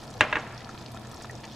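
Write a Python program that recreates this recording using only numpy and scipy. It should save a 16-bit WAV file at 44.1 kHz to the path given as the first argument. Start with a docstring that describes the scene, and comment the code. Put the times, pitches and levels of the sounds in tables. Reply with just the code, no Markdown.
"""A stove rumbles and hums in a small kitchen while thick porridge simmers in a steel pot, steam bubbles
crackling at the surface throughout. At 0.2 s something hard is set down on the worktop close by, knocks
once and rocks to rest. From 0.6 s a few larger bubbles plop. Near the end, at 1.4 s, a wooden spoon
grazes the pot and rings its wall."""
import sys
import numpy as np
from scipy import signal
from scipy.io import wavfile

SR = 44100
rng = np.random.default_rng(int(sys.argv[2]) if len(sys.argv) > 2 else 0)


def dump(signal):
    """Clip the signal to [-1, 1] and save it as 16-bit WAV at the path in sys.argv[1]."""
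    limited = np.clip(np.atleast_2d(signal).T, -1, 1)
    pcm = np.round(limited * 32767).astype(np.int16)
    wavfile.write(sys.argv[1], SR, pcm)


N = 68355


def from_db(db):
    """Decibels to gain."""
    return 10 ** (np.asarray(db) / 20)


def unit_rms(x):
    """Scale to rms 1."""
    return x / np.sqrt(np.mean(x ** 2) + 1e-20)


def at_hz(table, hz, column=1):
    """Interpolate a table column over log frequency."""
    table = np.array(table)
    return np.interp(np.log(hz), np.log(table[:, 0]), table[:, column])


def drift(rate_hz):
    """Slow random wander, rms 1."""
    hop, settle = 40, 2000
    pole = np.exp(-2 * np.pi * rate_hz * hop / SR)
    white = rng.standard_normal(N // hop + settle + 2)
    slow = signal.lfilter([1], [1, -2 * pole, pole * pole], white)[settle:]
    return np.interp(np.arange(N) / hop, np.arange(len(slow)), unit_rms(slow))


def click(start_s):
    """Unit impulse."""
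    return 1.0 * (np.arange(N) == int(start_s * SR))


def ring(force, hz, t60_s):
    """One mode: each impulse starts a decaying sine."""
    r, w = np.exp(-np.log(1000) / (t60_s * SR)), 2 * np.pi * hz / SR
    return signal.lfilter([0, np.sin(w)], [1, -2 * r * np.cos(w), r * r], force + 1e-18)


def filtered(x, hz, kind, order=2):
    """Butterworth filter."""
    sos = signal.butter(order, np.clip(hz, 10, .45 * SR), kind, fs=SR, output="sos")
    return signal.sosfilt(sos, x + 1e-18)


def panned(x, db):
    """Pan by left-minus-right level."""
    return x * from_db([[db / 2], [-db / 2]])


# Stereo width. Each row: frequency in Hz, side minus mid in dB before side_db is added.
STEREO_WIDTH = [(60, -36), (130, -18.5), (330, -6.5), (700, -17.5), (1400, -9.5), (2800, -3), (5000, 5),
                (12000, -26.5)]


def noise_bands(size, side_db=0):
    """Yield centre Hz and stereo noise for each half octave."""
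    edges_hz = 22 * 2 ** np.arange(0, 9.6, .5)
    white = rng.standard_normal((2, 2, size + SR // 10))
    for k, (low, high) in enumerate(zip(edges_hz, edges_hz[1:])):
        hz = np.sqrt(low * high)
        mid, side = filtered(white[k % 2], [low, high], "band")[:, -size:]
        yield hz, mid + from_db(at_hz(STEREO_WIDTH, hz) + side_db) * side * [[1], [-1]]


def diffuse(x, table, build_s, side_db):
    """Dense reflections build up, then decay band by band."""
    t = np.arange(SR * 3 // 4) / SR
    tail = 0
    for hz, band in noise_bands(len(t), side_db):
        t60_s = at_hz(table, hz, column=2)
        envelope = (1 - np.exp(-t / build_s)) * np.exp(-np.log(1000) * t / t60_s)
        tail = tail + band * envelope / np.linalg.norm(envelope) * from_db(at_hz(table, hz))
    return signal.fftconvolve(np.atleast_2d(x), tail, axes=1)[:, :N]


# Stove rumble and steam hiss. Each row: frequency in Hz, relative spectral density in dB.
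RUMBLE_SPECTRUM = [(25, -17), (55, -3.5), (90, -8), (122, 12.5), (155, -6.5), (230, -2.5), (400, -10.5),
                   (750, -8.5), (1300, -20.5), (2300, -23.5), (5000, -30), (8000, -33.5), (13000, -42),
                   (16000, -77)]
# Stove hum. Each row: frequency in Hz, rms level in dB, waver rate in Hz.
HUM_TONES = [(59, -69, 12), (122.05, -49.5, 8.3), (220.1, -54.5, 18), (333, -64.5, 2.1), (715, -59.5, 18)]


def stove(rumble_db=-45.5, flicker_db=0.5, waver=.35):
    """Steady rumble and hiss with a wavering hum."""
    rumble = sum(band * from_db(at_hz(RUMBLE_SPECTRUM, hz) + flicker_db * drift(12))
                 for hz, band in noise_bands(N))
    t = np.arange(N) / SR
    hum = 0
    for hz, db, rate_hz in HUM_TONES:
        envelope = 1 + waver * drift(rate_hz)
        phase = 2 * np.pi * hz * t + 2 * waver * drift(rate_hz)
        hum = hum + from_db(db) * unit_rms(envelope * np.sin(phase))
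    return from_db(rumble_db) * unit_rms(rumble) + hum


def bubble_clicks(pitches_hz, per_s, spread_db=3, clump_db=3):
    """Bubbles of random size come in clumps; pairs each pitch with its share of the clicks."""
    sizes = from_db(spread_db * np.minimum(rng.exponential(1, N), 4))
    born = rng.random(N) < per_s * from_db(clump_db * drift(12)) / SR
    count = len(pitches_hz)
    has_pitch = rng.integers(0, count, N) == np.arange(count)[:, None]
    return zip(pitches_hz, sizes * born * has_pitch)


def blubs(level_db=-50.5, t60_cycles=4.6, pan_spread_db=5):
    """Small dull bubbles ring for a few cycles all over the pot."""
    rings = sum(panned(ring(clicks, hz, t60_cycles / hz), pan_spread_db * rng.standard_normal())
                for hz, clicks in bubble_clicks(np.geomspace(573, 1500, 20), per_s=480))
    return from_db(level_db) * unit_rms(rings)


def puff(clicks, hz, rise_s=0.00031, decay_s=0.0015, edge_ratio=1.338, side_db=-24):
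    """A bubble's skin tears and lets out a few milliseconds of steam around one pitch."""
    fall, rise = (signal.lfilter([1], [1, -np.exp(-1 / (tau_s * SR))], clicks + 1e-18)
                  for tau_s in (decay_s, rise_s))
    band_hz = [hz / edge_ratio, hz * edge_ratio]
    mid, side = unit_rms(filtered(rng.standard_normal((2, N)), band_hz, "band", order=4))
    return (fall - rise) * (mid + from_db(side_db) * side * [[1], [-1]])


# Colour of the small bursts. Each row: frequency in Hz, relative level in dB.
FIZZ_SPECTRUM = [(2800, -1.5), (4000, -2), (5500, -0.5), (7500, -16.5), (11000, -17)]
# Their brightness. Each row: time in seconds, tilt in dB per octave.
FIZZ_BRIGHTNESS = [(0, 7.5), (0.45, -2), (0.83, 1.5), (0.952, 5.5), (1.25, 4.5), (1.55, 0)]


def fizz(level_db=-56, pivot_hz=4000):
    """A crowd of small steam bursts, brighter when finer bubbles break."""
    tilt_db_per_octave = np.interp(np.arange(N) / SR, *np.transpose(FIZZ_BRIGHTNESS))
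    crowd = 0
    for hz, clicks in bubble_clicks(np.geomspace(2800, 11000, 10), per_s=620):
        db = at_hz(FIZZ_SPECTRUM, hz) + tilt_db_per_octave * np.log2(hz / pivot_hz)
        crowd = crowd + from_db(db) * puff(clicks, hz)
    return from_db(level_db) * unit_rms(crowd)


# Loudest steam bursts. Each row: start in seconds, relative level in dB, centre in Hz.
STEAM_BURSTS = [(0.0774, -40.5, 3900), (0.1029, -47, 7000), (0.14, -37.5, 5000), (0.524, -48, 6000),
                (0.5454, -43, 6000), (0.5778, -36.5, 4500), (0.6055, -40.5, 3900), (0.6455, -37.5, 3900),
                (0.662, -54, 3300), (0.672, -68, 6000), (0.7112, -43.5, 4400), (0.7773, -37.5, 3330),
                (0.8249, -41.5, 4450), (0.861, -35.5, 3670), (0.918, -47.5, 10000), (0.973, -39, 4400),
                (0.9954, -48, 7340), (1.0128, -51, 3800), (1.0706, -44, 6100), (1.093, -53, 10500),
                (1.114, -42, 6350), (1.1430, -38.5, 4600), (1.161, -46, 7000), (1.223, -39, 6350),
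                (1.3105, -38, 6760), (1.353, -41, 5100), (1.452, -37, 6000), (1.4987, -45, 4000),
                (1.5132, -41.5, 3900), (1.522, -43, 4150)]


def bursts(gain_db=2.5):
    """Single steam bubbles crack open at the surface."""
    return sum(from_db(db + gain_db) * puff(click(start_s), hz) for start_s, db, hz in STEAM_BURSTS)


def struck(blows, modes, scatter_db=.7):
    """Every blow rings all modes, each at a slightly different strength; mode signs alternate."""
    strengths = from_db(scatter_db * rng.standard_normal((len(blows), len(modes))))
    return sum((-1) ** k * from_db(db) * ring(strengths[:, k] @ blows, hz, t60_s)
               for k, (hz, db, t60_s) in enumerate(modes))


# Worktop contacts. Each row: start in seconds, force level in dB, softness as low-pass cutoff in Hz.
CONTACTS = [(0.2085, -0.5, 10000), (0.2129, -35, 1370), (0.3273, -12.5, 3650), (0.3303, -16.5, 3360),
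            (0.3322, -22.5, 2500), (0.3561, -13.5, 3360), (0.3588, -16, 3000), (0.3647, -18, 1500),
            (0.3690, -11.5, 1500)]
# Worktop modes. Each row: frequency in Hz, gain in dB, t60 in seconds.
WORKTOP_MODES = [(101, -43, 0.31), (133, -45, 0.19), (317, -39, 0.16), (608.6, -21.5, 0.17),
                 (870, -9, 0.016), (1390, -24, 0.026), (1610, -4, 0.023), (1740, 8.5, 0.0043),
                 (2230, -37, 0.024), (2550, -6.5, 0.0095), (2844, -8, 0.015), (3120, -34.5, 0.13),
                 (3750, -9.5, 0.0089)]
# Dense ringing of things on the worktop. Each row: frequency in Hz, gain in dB, t60 in seconds.
CLATTER_BANDS = [(100, -20, 0.082), (294, 16.5, 0.32), (940, 13, 0.044), (1930, 22, 0.16),
                 (3000, 13, 0.039), (3700, -2.5, 0.02), (6000, -5, 0.026), (14000, -35, .02)]
# Kitchen reverberation. Each row: frequency in Hz, gain in dB, t60 in seconds.
KITCHEN_REVERB = [(100, 18, 0.17), (302, 5, .5), (740, 17.5, 0.71), (1680, 12, 1), (3000, 9.5, 0.8),
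                  (3980, -11, 0.85), (7000, -38, 0.22), (14000, -38, .2)]


def knocks():
    """A hard thing hits the worktop a little to the right and rocks to rest; the kitchen reverberates."""
    blows = np.array([from_db(db) * filtered(click(start_s), hz, "low") for start_s, db, hz in CONTACTS])
    force = filtered(blows.sum(axis=0), 72.6, "high")
    crack = from_db(-9) * ring(force, hz=6260, t60_s=0.002)
    near_ear = struck(blows, WORKTOP_MODES) + crack
    far_ear = filtered(near_ear, 4870, "low", order=1)
    clatter = diffuse(force, CLATTER_BANDS, build_s=0.0043, side_db=-8)
    room = diffuse(force, KITCHEN_REVERB, build_s=0.002, side_db=-8)
    return np.array([far_ear, near_ear]) + clatter + room


# Larger bubbles. Each row: start in seconds, level in dB, starting pitch in Hz, t60 in seconds.
LARGE_BUBBLES = [(0.603, -45.5, 1935, 0.12), (0.636, -45, 890, 0.025), (0.6920, -24, 1320, 0.0079),
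                 (0.9471, -31, 1050, 0.0092), (0.9460, -27.5, 720, 0.016), (0.966, -40.5, 1405, 0.042),
                 (1.132, -35, 1195, 0.02), (1.2460, -22.5, 1130, 0.0064), (1.2960, -34.5, 1900, 0.03)]


def plops(attack_s=0.00036, rise_per_s=2.3):
    """Large bubbles open with a short tone that rises a little."""
    tones = 0
    for start_s, db, hz, t60_s in LARGE_BUBBLES:
        age_s = np.maximum(np.arange(N) / SR - start_s, 0)
        envelope = (1 - np.exp(-age_s / attack_s)) * np.exp(-np.log(1000) * age_s / t60_s)
        phase = 2 * np.pi * hz * age_s * (1 + rise_per_s * age_s / 2)
        tones = tones + from_db(db) * envelope * np.sin(phase)
    return tones


# Spoon touches. Each row: start in seconds, force level in dB.
SPOON_TOUCHES = [(1.436, -42), (1.4415, -39.5), (1.4450, -46), (1.4496, -42), (1.455, -47)]
# Modes of spoon against wall. Each row: frequency in Hz, gain in dB, t60 in seconds.
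SPOON_MODES = [(917, -2, 0.056), (1990, -1, 0.017), (2314, -8.5, 0.045), (2680, -3.5, 0.029),
               (2980, -3, 0.023), (3450, -7, 0.014), (3900, -22, 0.019), (4400, 2, 0.0069)]


def spoon():
    """The wooden spoon skips along the pot wall in a few light touches."""
    blows = np.array([from_db(db) * click(start_s) for start_s, db in SPOON_TOUCHES])
    return struck(blows, SPOON_MODES)


# Reflections inside the pot. Each row: frequency in Hz, gain in dB, t60 in seconds.
POT_REVERB = [(300, -6, 0.047), (1500, -2.5, 0.02), (5000, -8, 0.035), (14300, -30, .03)]


def scene():
    """The pot with its reflections, the stove and the knocks."""
    pot = bursts() + fizz() + blubs() + plops() + spoon()
    reflections = diffuse(pot, POT_REVERB, build_s=0.003, side_db=-11)
    return pot + reflections + stove() + knocks()


def record(dry):
    """Soft overload on the loudest peak, then a steep low-pass."""
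    ceiling, cutoff_hz = .86, 15500
    rounded = dry / (1 + (dry / ceiling) ** 6) ** (1 / 6)
    return signal.sosfilt(signal.ellip(10, .1, 80, cutoff_hz, fs=SR, output="sos"), rounded)


dry = scene()
out = record(dry)
dump(out)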